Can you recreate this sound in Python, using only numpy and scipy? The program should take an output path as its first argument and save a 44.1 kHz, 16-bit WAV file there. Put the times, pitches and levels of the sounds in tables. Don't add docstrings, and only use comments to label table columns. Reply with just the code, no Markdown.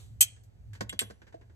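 import sys
import numpy as np
from scipy import signal
from scipy.fft import rfft, irfft
from scipy.io import wavfile

SR = 44100
rng = np.random.default_rng(int(sys.argv[2]) if len(sys.argv) > 2 else 0)


def digitize_waveform(pressure):
    field = np.atleast_2d(pressure).T
    bounded = np.clip(field, -1, 1)
    quanta = np.round(bounded * 32767).astype(np.int16)
    wavfile.write(sys.argv[1], SR, quanta)


N = 68355

# (time [s], level [dB])
LID_CONTACTS = [(0.2076, -20), (0.211, -15), (0.2126, -18), (0.2166, -18.5), (0.2263, -18.5)]
# (time [s], level [dB], ring against crack [dB], ring tilt [dB/octave])
CASE_CLINKS = [(.8932, -49.5, -21, 5), (0.8952, -37, 11, -3), (0.9921, -22.5, 2.5, -1),
               (0.996, -29.5, -11, -3.5), (1.0072, -34.5, 16.5, 11)]
# (time [s], level [dB], tilt [dB/octave])
TABLE_KNOCKS = [(.8082, -29.5, 0.5), (0.9273, -41, 0.5), (1.0160, -35.5, 1.5), (1.1, -47, -1.5),
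                (1.1069, -47, 0)]
TAPS = [(0.364, -60.5, 1.5), (.436, -63.5, 11), (0.733, -50, 3.5), (0.752, -50, 2), (1.218, -51.5, -1),
        (1.268, -55, -1), (1.277, -55, -0.5), (1.3256, -53.5, -1.5), (1.343, -61, 1.5), (1.4126, -55.5, -2),
        (1.497, -59, -3)]
# (frequency [Hz], level [dB], t60 [s])
LID_MODES = [(760, -39, .07), (1430, -37, .08), (2143, -34, .08), (2552, -28, .07), (2790, -23, .06),
             (3186, -25, .13), (4005, -29, .09), (5336, -28, .07), (6205, -22, .08), (6444, -20, .085),
             (6660, -21, .07), (6786, -22, .07), (7059, -23, .06), (7322, -18, .07), (7575, -22, .08),
             (7741, -17, .07), (7856, -18, .07), (8225, -13, .06), (8320, -12, .06), (8380, -14, .06),
             (10300, -12, .045), (10620, -15, .045), (11480, -24, .05), (12110, -20, .05),
             (12813, -14, .055), (14120, -25, .05)]
CASE_MODES = [(2100, -15, .05), (2900, -10, .045), (3150, -10, .045), (3370, -17, .17), (3800, -13, .04),
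              (5864, -51, 1.1), (5905, -41, .25), (7490, -10, .045), (7606, -19, .09), (8130, -19, .05),
              (8235, -16, .05), (8410, -16, .08), (8580, -17, .08), (10930, -42, .3), (10990, -41, .33),
              (12790, -38, .15), (12880, -40, .18), (13010, -40, .18)]
TABLE_MODES = [(70.4, -8.5, 0.12), (200.8, 4, 0.1014), (271.4, -8.5, 0.13), (321.5, -11, 0.088),
               (470, 2.5, 0.062), (625, -12, 0.099), (944, -23.5, 0.13), (1084, -1.5, 0.046),
               (1555, -7, 0.051), (1650, -9, 0.036)]
BUMP_MODES = [(331, -6, 0.06), (472, 0.5, 0.04), (663, 3.5, 0.043)]
# (frequency [Hz], level [dB])
LID_CRACK = [(150, -21.5), (450, -33.5), (750, -20.5), (1050, -34.5), (1500, -21.5), (2350, -14),
             (2700, -7.5), (3150, -4.5), (3700, -9), (4200, -10.5), (5500, -9.5), (6500, -4), (8200, 0),
             (9200, -2), (10500, 2), (11050, -9.5), (12700, -2.5), (13400, -23), (15800, -19)]
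CASE_CRACK = [(200, -23), (1100, -24.5), (1800, -4.5), (3100, 1), (4500, -5.5), (6500, -12.5), (8300, 1.5),
              (9500, 1), (13000, -14), (15500, -34)]
TABLE_THUD = [(60, -10.5), (200, 5.5), (450, 2.5), (750, -2), (1150, -11), (1650, 0), (2500, -14.5),
              (4500, -11.5), (7500, -16.5), (9000, -23), (13000, -27), (15500, -43)]
TAP_COLOUR = [(150, -6.5), (450, 4), (750, -8.5), (950, 0), (1200, -9.5), (1650, 3), (1950, -3.5),
              (2300, -8.5), (3000, -9.5), (7500, -18), (13000, -30), (15500, -43)]
# (frequency [Hz], level [dB])
FLAME_COLOUR = [(18, -55), (40, -11.5), (62, -6), (82, -5.5), (112, -2), (135, -20), (200, -21), (320, -36),
                (700, -60.5)]
# (time [s], level [dB])
FLAME_LEVEL = [(0, -52.5), (.16, -47.5), (.35, -56.5), (.52, -56), (.69, -47), (.8, -50.5), (1.2, -58.5),
               (1.55, -55)]
# (frequency [Hz], half-width [Hz], level [dB])
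BURNER_RESONANCES = [(68, 5, -8.5), (107.7, 8, -1)]
# (frequency [Hz], level [dB])
ECHO_COLOUR = [(500, .5), (2000, -6.5), (3800, 2), (5000, -6.5), (8200, 1.5), (10500, -5),
               (13000, -9), (15000, -30.5)]
AIR_COLOUR = [(100, -.5), (350, 0), (720, -1.5), (1100, -14.5), (1700, -11.5), (3000, -18),
              (8000, -21.5), (13000, -28.5), (15500, -40)]
ROOM_COLOUR = [(150, -16), (1000, -15.5), (3000, -18.5), (8000, -28.5), (13000, -32)]
# (frequency [Hz], t60 [s])
ROOM_T60 = [(150, 0.6), (2500, 0.29), (8000, 0.38), (13000, 0.16)]
# (frequency [Hz], phase [rad])
PORT_PHASE = [(100, -0.46), (280, 1), (600, 2.5), (1500, 2.14), (3000, 3), (4800, 1.5), (6200, 6.5),
              (8200, 7.5), (10400, 10), (12500, 13.5)]
# (frequency [Hz], correlation [0-1])
PORT_LIKENESS = [(100, 0.9), (170, 0.36), (700, .6), (2000, 0.29), (5000, .65), (8000, 0.52), (12000, .5)]
# (frequency [Hz], gain [dB])
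MIC_RESPONSE = [(8700, -2), (9200, -9.5), (9600, -28.5), (10100, -4), (10500, -3.5), (13000, -2.5),
                (15900, -9.5)]
RIGHT_GAIN = [(100, 1.5), (300, 2), (3000, 1), (7000, -.4)]


def amp(db):
    return 10 ** (np.asarray(db) / 20)


def read(points, hz):
    f, value = np.transpose(points)
    return np.interp(np.log(hz + 1), np.log(np.sort(f) + 1), value)


def add(mix, s, sound):
    part = mix[:, round(s * SR):][:, :sound.shape[-1]]
    part += sound[..., :part.shape[1]]


def freqs(size):
    return np.fft.rfftfreq(size, 1 / SR)


def causal(db):
    log_gain = np.log(amp(np.concatenate([db, db[-2:0:-1]])))
    return np.exp(np.conj(signal.hilbert(log_gain)))[:len(db)]


def pair_noise(size):
    a, b = rfft(rng.standard_normal((2, size)))
    same = read(PORT_LIKENESS, freqs(size))
    return irfft(np.array([a, same * a + np.sqrt(1 - same ** 2) * b]), size)


def steady(db):
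    noise = irfft(rfft(pair_noise(N)) * amp(db), N)
    return noise / np.sqrt(np.mean(noise ** 2))


def ring(modes, rise_cycles, tilt=0, size=16384):
    t = np.arange(size) / SR
    hz, db, t60 = np.transpose(modes)[:, :, None]
    decay = amp(db + tilt * np.log2(hz / 8000) - 60 * t / t60)
    rise = 1 - np.exp(-t * hz / rise_cycles)
    return (decay * rise * np.sin(2 * np.pi * hz * t)).sum(0)


def crack(colour, t60, edge_db, tilt=0, size=16384):
    t, hz = np.arange(size) / SR, freqs(size)
    dense = pair_noise(size) * amp(-60 * t / t60)
    burst = dense / np.linalg.norm(dense[0]) + amp(edge_db) * (t == 0)
    shape = causal(read(colour, hz) + tilt * np.log2(np.maximum(hz, 300)))
    shape /= np.sqrt(np.mean(abs(shape) ** 2) * (1 + amp(edge_db) ** 2))
    return irfft(rfft(burst) * shape) * np.sqrt(SR / 100)


def lid_snap():
    out = np.zeros((2, N))
    reflection_s, reflection_db = .00107, -8.5
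    contact = crack(LID_CRACK, t60=.06, edge_db=-9)
    add(out, LID_CONTACTS[0][0], amp(3.5) * ring(LID_MODES, rise_cycles=19, size=12000))
    for s, db in LID_CONTACTS:
        add(out, s, amp(db) * contact)
        add(out, s + reflection_s, -amp(db + reflection_db) * contact)
    return out


def case_clinks():
    out = np.zeros((2, N))
    contact = crack(CASE_CRACK, t60=.052, edge_db=0)
    for s, db, ring_db, tilt in CASE_CLINKS:
        add(out, s, amp(db) * contact)
        add(out, s, amp(db + ring_db) * ring(CASE_MODES, rise_cycles=1, tilt=tilt, size=29000))
    return out


def table_knocks():
    out = np.zeros((2, N))
    top = ring(TABLE_MODES, rise_cycles=1.8)
    for s, db, tilt in TABLE_KNOCKS:
        thud = crack(TABLE_THUD, t60=.075, edge_db=-11.5, tilt=tilt)
        add(out, s, amp(db) * (top + thud))
    return out


def handling():
    out = np.zeros((2, N))
    for s, db, tilt in TAPS:
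        add(out, s, amp(db) * crack(TAP_COLOUR, t60=.115, edge_db=-12, tilt=tilt))
    add(out, s=1.3425, sound=amp(-32.5) * ring(BUMP_MODES, rise_cycles=1.35))
    return out


def burner():
    t, hz = np.arange(N) / SR, freqs(N)
    drone = np.zeros((2, N))
    for centre, half_width, db in BURNER_RESONANCES:
        peak_db = -20 * np.log10(1 + ((hz - centre) / half_width) ** 2)
        drone += amp(db) * steady(peak_db)
    flutter = steady(read(FLAME_COLOUR, hz))
    level_db = np.interp(t, *np.transpose(FLAME_LEVEL))
    return (flutter + drone) * amp(level_db)


def metallic_echo(start_db=-55, t60=.42):
    t = np.arange(N) / SR
    return steady(read(ECHO_COLOUR, freqs(N))) * amp(start_db - 60 * t / t60)


def room_reverb(sound, size=32768):
    hz, t, bands = signal.stft(pair_noise(size), SR, nperseg=256)
    rate = np.log(1000) / read(ROOM_T60, hz)[:, None]
    decay = np.exp(-rate * t) * np.sqrt(2 * rate / SR)
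    colour = amp(read(ROOM_COLOUR, hz))[:, None]
    _, tail = signal.istft(bands * decay * colour, SR, nperseg=256)
    return signal.fftconvolve(sound, tail, axes=1)[:, :N]


def room_tone(level_db=-69):
    return amp(level_db) * steady(read(AIR_COLOUR, freqs(N)))


def scene():
    hits = lid_snap() + case_clinks() + table_knocks() + handling()
    return hits + room_reverb(hits) + burner() + metallic_echo() + room_tone()


def record(dry, size=131072):
    ceiling, cutoff_hz = .8, 15950
    hz = freqs(size)
    left, right = rfft(dry, size) * causal(read(MIC_RESPONSE, hz))
    right *= amp(read(RIGHT_GAIN, hz)) * np.exp(-1j * read(PORT_PHASE, hz))
    ports = irfft(np.array([left, right]))[:, :N]
    rounded = ports / (1 + (ports / ceiling) ** 6) ** (1 / 6)
    lowpass = signal.firwin(511, cutoff_hz, window=("kaiser", 9), fs=SR)
    return signal.oaconvolve(rounded, lowpass[None], "same")


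dry = scene()
out = record(dry)
digitize_waveform(out)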